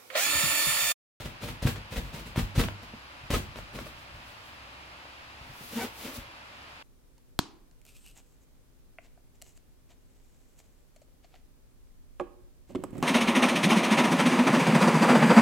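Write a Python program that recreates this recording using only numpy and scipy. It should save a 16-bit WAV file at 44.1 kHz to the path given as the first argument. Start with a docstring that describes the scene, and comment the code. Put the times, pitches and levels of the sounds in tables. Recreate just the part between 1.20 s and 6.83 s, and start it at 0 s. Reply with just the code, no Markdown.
"""A fan's steady rush fills a small room as a monkey starts to shove, pat and rub a big latex balloon.
In each shove a paw lands with a thump, then slips and makes the skin wobble. Nails tick on the rubber,
ringing the air inside, and now and then it catches and squeaks. Near the end the balloon is dragged
round on a quilted couch: it hisses over the cloth and the rubber catches in short groans."""
import sys
import numpy as np
from scipy import signal
from scipy.fft import rfft, irfft, next_fast_len
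from scipy.io import wavfile
from scipy.ndimage import uniform_filter1d

SR = 44100
rng = np.random.default_rng(int(sys.argv[2]) if len(sys.argv) > 2 else 0)


def wrap_up_sound(samples):
    """Save the sound to the file named by the first command line argument, as 16-bit audio."""
    columns = np.atleast_2d(samples).T
    # keep every value between -1 and 1, then stretch to whole-number steps
    tamed = np.clip(columns, -1, 1)
    steps = np.round(tamed * 32767).astype(np.int16)
    wavfile.write(sys.argv[1], SR, steps)


N = 248150
T = np.arange(N) / SR

# Cue levels are relative within their layer; the layer's function sets its place in the mix.
# A paw lands, then slips. Each row: landing time in seconds, landing level in dB, its rise in seconds,
# wait until the slip in seconds, slip level in dB.
SHOVES = [(0.008, -42, 0.019, 0.051, -40.5), (0.238, -39, 0.035, 0.051, -38),
          (0.428, -35.5, .01, .048, -28), (0.723, -39.5, 0.022, 0.049, -34),
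          (0.947, -41, .024, .049, -44.5), (1.163, -37, 0.009, 0.027, -32),
          (1.363, -35.5, 0.018, 0.034, -25.5), (2.105, -30, 0.003, 0.039, -26.5),
          (2.357, -56, .004, 0.02, -44.5), (2.560, -44.5, 0.041, 0.043, -43.5)]
# Light brushes of fur and quilt. Each row: peak time in seconds, rasp level in dB, hiss level in dB,
# rise and fall time in seconds.
BRUSHES = [(0.568, -42, -70, 0.014), (0.855, -53, -57, 0.056), (1.068, -46, -49.5, 0.018),
           (1.441, -31, -51, .007), (1.630, -52, -54.5, .013), (2.662, -50.5, -49, 0.019),
           (2.790, -76, -60, .045), (2.955, -57.5, -66, 0.043), (3.080, -70, -58.5, 0.071),
           (3.261, -83, -60, 0.068), (4.270, -59.5, -62, 0.096), (4.419, -51, -62, 0.026)]
# The balloon bumps body and couch. Each row: time in seconds, level in dB, contact softness in ms.
BUMPS = [(0.4548, -10.5, 1.16), (0.464, -18.5, 0.9), (0.778, -27, 2.8), (1.179, -12.5, 1.02),
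         (1.229, -25, 2.8), (1.381, -9.5, 1.36), (1.74, -36.5, 0.84), (2.038, -38.5, 1.8),
         (2.137, -20, 2.4), (2.288, -37.5, 1.7), (2.946, -41, 2.2), (4.215, -42, 1.8), (4.30, -40, 1.7),
         (4.987, -36, 2.4)]
# Nail ticks and knocks. Each row: start in seconds, level in dB, top of the snap in Hz.
NAIL_TICKS = [(0.560, -26.5, 3450), (1, -35, 9000), (1.16, -24.5, 1590), (1.173, -23, 3570),
              (1.415, -18.5, 4000), (1.439, -18.5, 3500), (1.486, -21, 3000), (1.736, -39, 1600),
              (2.107, -22, 4500), (2.359, -27, 2770), (2.388, -29.5, 1910), (2.589, -25.5, 2340),
              (3.854, -39, 1400)]
# Low groans near the air resonance, and higher squeaks. Each row: peak time in seconds, level in dB,
# pitch in Hz, half width in seconds, step from one harmonic to the next in dB.
GROANS = [(1.406, -39.5, 1290, 0.0081, -6), (1.637, -48.5, 230, 0.0068, -7), (1.747, -45, 222.5, .009, -16),
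          (2.15, -33, 1260, 0.0066, -10.5), (2.586, -44.5, 1090, 0.0057, -17),
          (2.668, -42.5, 590, 0.0034, -7.5), (4.534, -40.5, 214, 0.0037, -19), (4.575, -28, 231, .011, -19),
          (4.592, -40.5, 921, 0.01, -8), (4.61, -41.5, 231, 0.019, -3.5), (4.624, -40, 762, 0.014, -2),
          (4.644, -39, 408, 0.0083, -7), (4.647, -34, 231, 0.007, -11), (4.854, -36.5, 227, 0.0043, -9),
          (4.897, -43.5, 260.4, 0.0087, -11), (4.983, -41.5, 236.4, .008, -29)]
# Grit of the catching rubber. Each row: peak time in seconds, half width in seconds, level in dB.
CATCH_RASPS = [(4.53, 0.011, -43), (4.581, 0.027, -36.5), (4.636, 0.027, -36), (4.835, 0.033, -43.5),
               (4.878, 0.023, -44), (4.956, 0.044, -44)]
# Strokes over the quilt. Each row: peak time in seconds, attack and release in seconds, level in dB.
DRAGS = [(4.42, .06, 0.08, -54), (4.63, 0.07, 0.013, -44.5), (4.84, 0.065, 0.055, -49),
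         (4.965, 0.026, 0.006, -47.5)]
# The balloon's modes: slow skin wobbles, then the air inside.
# Each row: pitch in Hz, level in dB, seconds to die away by 60 dB.
BALLOON_MODES = [(44, 18, 0.12), (70, 4, 0.22), (99.3, 7, 0.49), (133, 12, 0.077), (236.3, -2.5, 0.2),
                 (320, -6, 0.056), (469.4, 6, 0.066), (542, 14, 0.027), (830, -45, 0.045), (930, 3, 0.058),
                 (1380, -4, 0.11), (1540, -25, .04)]
# The fan's faint hum and whine. Each row: pitch in Hz, level in dB.
FAN_TONES = [(65, -63), (582, -71), (716, -76), (899, -72.5), (1120, -78.5)]
# EQ curves that voice each noise. Each row: frequency in Hz, gain in dB.
FAN_EQ = [(20, 2), (45, -7.5), (65, 0), (115, 2), (160, -6.5), (330, -4.5), (410, -11), (560, -5),
          (1050, -2), (2000, -6), (2600, -4), (3600, -11.5), (4900, -13.5), (6100, -22.5), (16000, -33.5)]
RASP_EQ = [(120, -8.5), (300, 8), (500, 3.5), (900, 1), (1500, 0), (2800, 0), (4500, -7.5), (7000, -11.5),
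           (15000, -24)]
HISS_EQ = [(1500, -7), (3500, 15.5), (6000, 5), (8000, 5.5), (10500, 4.5), (16000, 5)]
WOBBLE_EQ = [(18, -13), (30, -25), (50, 0), (100, -3.5), (170, -2.5), (240, -2), (350, -9), (700, -50),
             (2000, -53)]
DRAG_EQ = [(1500, -16), (3500, 10), (6000, 5.5), (9000, 4), (12000, 7.5), (16000, 6)]
# Stereo width of fan and reverb. Each row: frequency in Hz, side level against mid in dB.
FAN_WIDTH = [(60, -8), (110, -8), (200, -10), (380, -6), (700, -2), (1290, 0.5), (2380, 0.5), (4400, 1),
             (8120, 0.5), (15000, -1)]
ROOM_WIDTH = [(25, -24), (70, -6.5), (250, -11), (500, -1), (1500, 4), (3000, 4.5), (15000, 6.5)]

ROOM_T60_S, ROOM_TREBLE_T60_S = 0.29, 0.24
LAND_FALL_S, SLIP_RISE_S, SLIP_FALL_S = 0.03, 0.022, 0.016
LAND_HISS_DB, SLIP_HISS_DB = -5.5, -6.5  # hiss sends, relative to the shove's level
LAND_THUMP_DB, LAND_SOFT_MS = 8, 1.33  # thump send; softness of the paw
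# The wobble grows more slowly than the rasp (slope in dB per dB) and outlasts it in a shove.
WOBBLE_DB, WOBBLE_SLOPE, WOBBLE_FALL_S = -12, 0.72, 0.043
AIR_RESONANCE_HZ = BALLOON_MODES[4][0]


def undb(db):
    """Decibels to gain."""
    return 10 ** (np.asarray(db) / 20)


def unit(x):
    """Scale to rms 1."""
    return x / np.sqrt(np.mean(x ** 2))


def equalise(x, curve):
    """Shape a sound with an EQ curve of (Hz, dB) points."""
    hz, db = np.transpose(curve)
    size = next_fast_len(x.shape[-1] + 4096)
    bins_hz = np.maximum(np.fft.rfftfreq(size, 1 / SR), 1)
    gain = undb(np.interp(np.log(bins_hz), np.log(hz), db))
    return irfft(rfft(x, size) * gain, size)[..., :x.shape[-1]]


def butter(x, order, hz, kind):
    """A plain low-, high- or band-pass filter."""
    return signal.sosfilt(signal.butter(order, hz, kind, fs=SR, output="sos"), x)


def convolve(x, response):
    """Pass a sound through an impulse response."""
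    return signal.fftconvolve(np.atleast_2d(x), np.atleast_2d(response), axes=-1)[:, :N]


def drift(rate_hz):
    """Smooth random modulation with rms 1."""
    hold = int(SR / rate_hz)
    steps = rng.standard_normal(N)[np.arange(N) // hold]
    return unit(uniform_filter1d(uniform_filter1d(steps, hold), hold))


def swell(peak_s, half_width_s):
    """A bell-shaped rise and fall."""
    return np.exp(-((T - peak_s) / half_width_s) ** 2 / 2)


def wide_noise(size, width):
    """Stereo noise whose width depends on frequency."""
    mid, side = rng.standard_normal((2, size))
    side = equalise(side, width)
    return np.array([mid + side, mid - side])


def from_left(x, lead_ms):
    """A source off to the left reaches that channel first."""
    return np.array([x, np.roll(x, round(lead_ms * SR / 1000))])


def fan():
    """The bed: a steady rush of air from the left, with an uneven rumble and faint, wavering tones."""
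    direct = from_left(rng.standard_normal(N), lead_ms=0.3)
    reflected = wide_noise(N, FAN_WIDTH) / np.sqrt(2)
    rush = unit(equalise(reflected + undb(-4) * direct, FAN_EQ))
    rumble = butter(rush, 2, 220, "low")
    rush += rumble * (undb(1.8 * drift(4)) - 1)
    tones = np.zeros(N)
    for hz, db in FAN_TONES:
        level = undb(db + 2.5 * drift(5))
        cycles = np.cumsum(hz + 2.38 * drift(12)) / SR
        tones += level * np.sqrt(2) * np.sin(2 * np.pi * cycles)
    return undb(-47.5) * rush + tones


def slips(per_second, spread_db):
    """The grain of friction: tiny stick-slip releases at random moments."""
    happens = rng.random(N) < per_second / SR
    size = undb(spread_db * np.clip(rng.standard_normal(N), -2, 2))
    return unit(happens * size * np.sign(rng.standard_normal(N)))


def balloon(force, ring_db):
    """A force on the skin radiates at once and also rings the balloon's modes."""
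    t = T[:SR // 2]
    ring = sum(undb(db - 60 * t / t60) * np.cos(2 * np.pi * hz * t) for hz, db, t60 in BALLOON_MODES)
    return force + undb(ring_db) * convolve(force, ring)[0]


def room(x, wet_db):
    """Direct sound and a short diffuse tail that dulls as it dies."""
    t = T[:SR // 2]
    noise = wide_noise(len(t), ROOM_WIDTH)
    low = butter(noise, 1, 2500, "low")
    tail = low * undb(-60 * t / ROOM_T60_S) + (noise - low) * undb(-60 * t / ROOM_TREBLE_T60_S)
    tail *= t > 0.003  # pre-delay
    tail /= np.sqrt(np.sum(tail ** 2) / 2)
    return (x + undb(wet_db) * convolve(x, tail)) / np.hypot(1, undb(wet_db))


def cloth_hiss(force, per_second, eq, wet_db):
    """Fibres slip at three spots of the wide skin, each with its own lag from left to right."""
    spots = sum(from_left(slips(per_second, spread_db=0.5), lead_ms) for lead_ms in (0.2, 0.3, 0.37))
    return room(force * unit(equalise(spots, eq)), wet_db)


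def scuff_power(peak_s, rasp_db, hiss_db, rise_s, fall_s):
    """Power envelopes of one scuff's rasp, hiss and wobble: the grip builds steadily, then lets go."""
    power = np.zeros((3, N))
    near = slice(max(int((peak_s - 0.1) * SR), 0), int((peak_s + 0.5) * SR))
    t = T[near] - peak_s
    grip = np.clip(1 + t / rise_s, 0, 1)
    layers = [(rasp_db, fall_s), (hiss_db, fall_s), (WOBBLE_DB + WOBBLE_SLOPE * rasp_db, WOBBLE_FALL_S)]
    power[:, near] = [(undb(db) * grip * np.exp(-np.maximum(t, 0) / decay)) ** 2 for db, decay in layers]
    return power


def scuffs():
    """Each shove or brush is a burst of slips: rubber rasp, cloth hiss and a low wobble of the skin."""
    power = np.zeros((3, N))
    for land_s, land_db, rise_s, wait_s, slip_db in SHOVES:
        power += scuff_power(land_s, land_db, land_db + LAND_HISS_DB, rise_s, LAND_FALL_S)
        power += scuff_power(land_s + wait_s, slip_db, slip_db + SLIP_HISS_DB, SLIP_RISE_S, SLIP_FALL_S)
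    for peak_s, rasp_db, hiss_db, fade_s in BRUSHES:
        power += scuff_power(peak_s, rasp_db, hiss_db, fade_s, fade_s)
    rasp_force, hiss_force, wobble_force = np.sqrt(power)
    clumps = undb(2.2 * drift(330))  # the rubber grabs and frees every few milliseconds
    rasp = rasp_force * unit(equalise(clumps * slips(per_second=5100, spread_db=2), RASP_EQ))
    wobble = wobble_force * unit(equalise(slips(per_second=700, spread_db=3.5), WOBBLE_EQ))
    return (room(balloon(rasp, ring_db=-53), wet_db=0)
            + undb(1.5) * cloth_hiss(hiss_force, per_second=5000, eq=HISS_EQ, wet_db=1)
            + undb(-2.5) * room(balloon(wobble, ring_db=-57.5), wet_db=-1))


def thumps():
    """A blow dents the skin, which springs back: one swing of pressure, slower for a softer contact."""
    landings = [(land_s, db + LAND_THUMP_DB, LAND_SOFT_MS) for land_s, db, *_ in SHOVES]
    force = np.zeros(N)
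    for hit_s, db, soft_ms in landings + list(BUMPS):
        soft_s = soft_ms / 1000
        force += undb(db) * (hit_s - T) / soft_s * swell(hit_s, soft_s)
    return undb(-1) * room(balloon(force, ring_db=-59), wet_db=-1)


def nail_ticks():
    """A nail snaps off the tight rubber: a crack of a few milliseconds, and the air inside answers."""
    force = np.zeros(N)
    t = T[:SR // 20]
    for start_s, db, top_hz in NAIL_TICKS:
        crack = rng.standard_normal(len(t)) * np.exp(-t / 0.0015)
        crack[0] -= 5  # a hard click on the attack
        snap = butter(crack, 2, [200, top_hz], "band")
        start = int(start_s * SR)
        force[start:start + len(t)] += undb(db) * snap / np.abs(snap).max()
    return undb(-3) * room(balloon(force, ring_db=-43.5), wet_db=-6)


def stick_slip_tone(cycles, step_db):
    """The voice of the rubber: three harmonics, each weaker than the last by the same step."""
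    return np.sqrt(2) * sum(undb(k * step_db) * np.sin(2 * np.pi * ((k + 1) * cycles + rng.random()))
                            for k in range(3))


def groans():
    """Stick and slip lock into short groans and squeaks; the rasp comes in puffs at the air resonance."""
    tones = np.zeros(N)
    clock = np.cumsum(1 + 0.008 * drift(70)) / SR  # the skin's changing stretch bends all pitches together
    for peak_s, db, hz, half_width_s, step_db in GROANS:
        near = np.abs(T - peak_s) < 5 * half_width_s
        envelope = undb(db) * swell(peak_s, half_width_s)[near]
        tones[near] += envelope * stick_slip_tone(hz * clock[near], step_db)
    tones *= undb(0.89 * drift(260))  # a fast flutter roughens the tone
    cycle = AIR_RESONANCE_HZ * clock % 1
    puffs = slips(per_second=6000, spread_db=0) * np.exp(-cycle / 1.4)
    grip = sum(undb(db) * swell(peak_s, half_width_s) for peak_s, half_width_s, db in CATCH_RASPS)
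    rasp = grip * unit(equalise(puffs, RASP_EQ))
    return room(tones, wet_db=-13) + undb(-3.3) * room(balloon(rasp, ring_db=-56), wet_db=-2)


def drags():
    """The balloon slides over the quilt in strokes that gather speed and stop, with a fine, high hiss."""
    speed = sum(undb(db) * swell(peak_s, np.where(T < peak_s, attack_s, release_s))
                for peak_s, attack_s, release_s, db in DRAGS)
    speed *= undb(1.3 * drift(60))
    return undb(4.5) * cloth_hiss(speed, per_second=7800, eq=DRAG_EQ, wet_db=-2)


def scene():
    """The mix: the balloon sits a touch left of centre, over the fan."""
    handling = scuffs() + thumps() + nail_ticks() + groans() + drags()
    return handling * undb([[0.6], [-0.6]]) + fan()


def record(dry):
    """Roll off the deepest rumble and cut the very top steeply."""
    top_cut = signal.ellip(10, 0.2, 70, 15900, fs=SR, output="sos")
    return signal.sosfilt(top_cut, butter(dry, 1, 30, "high"))


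dry = scene()
out = record(dry)
wrap_up_sound(out)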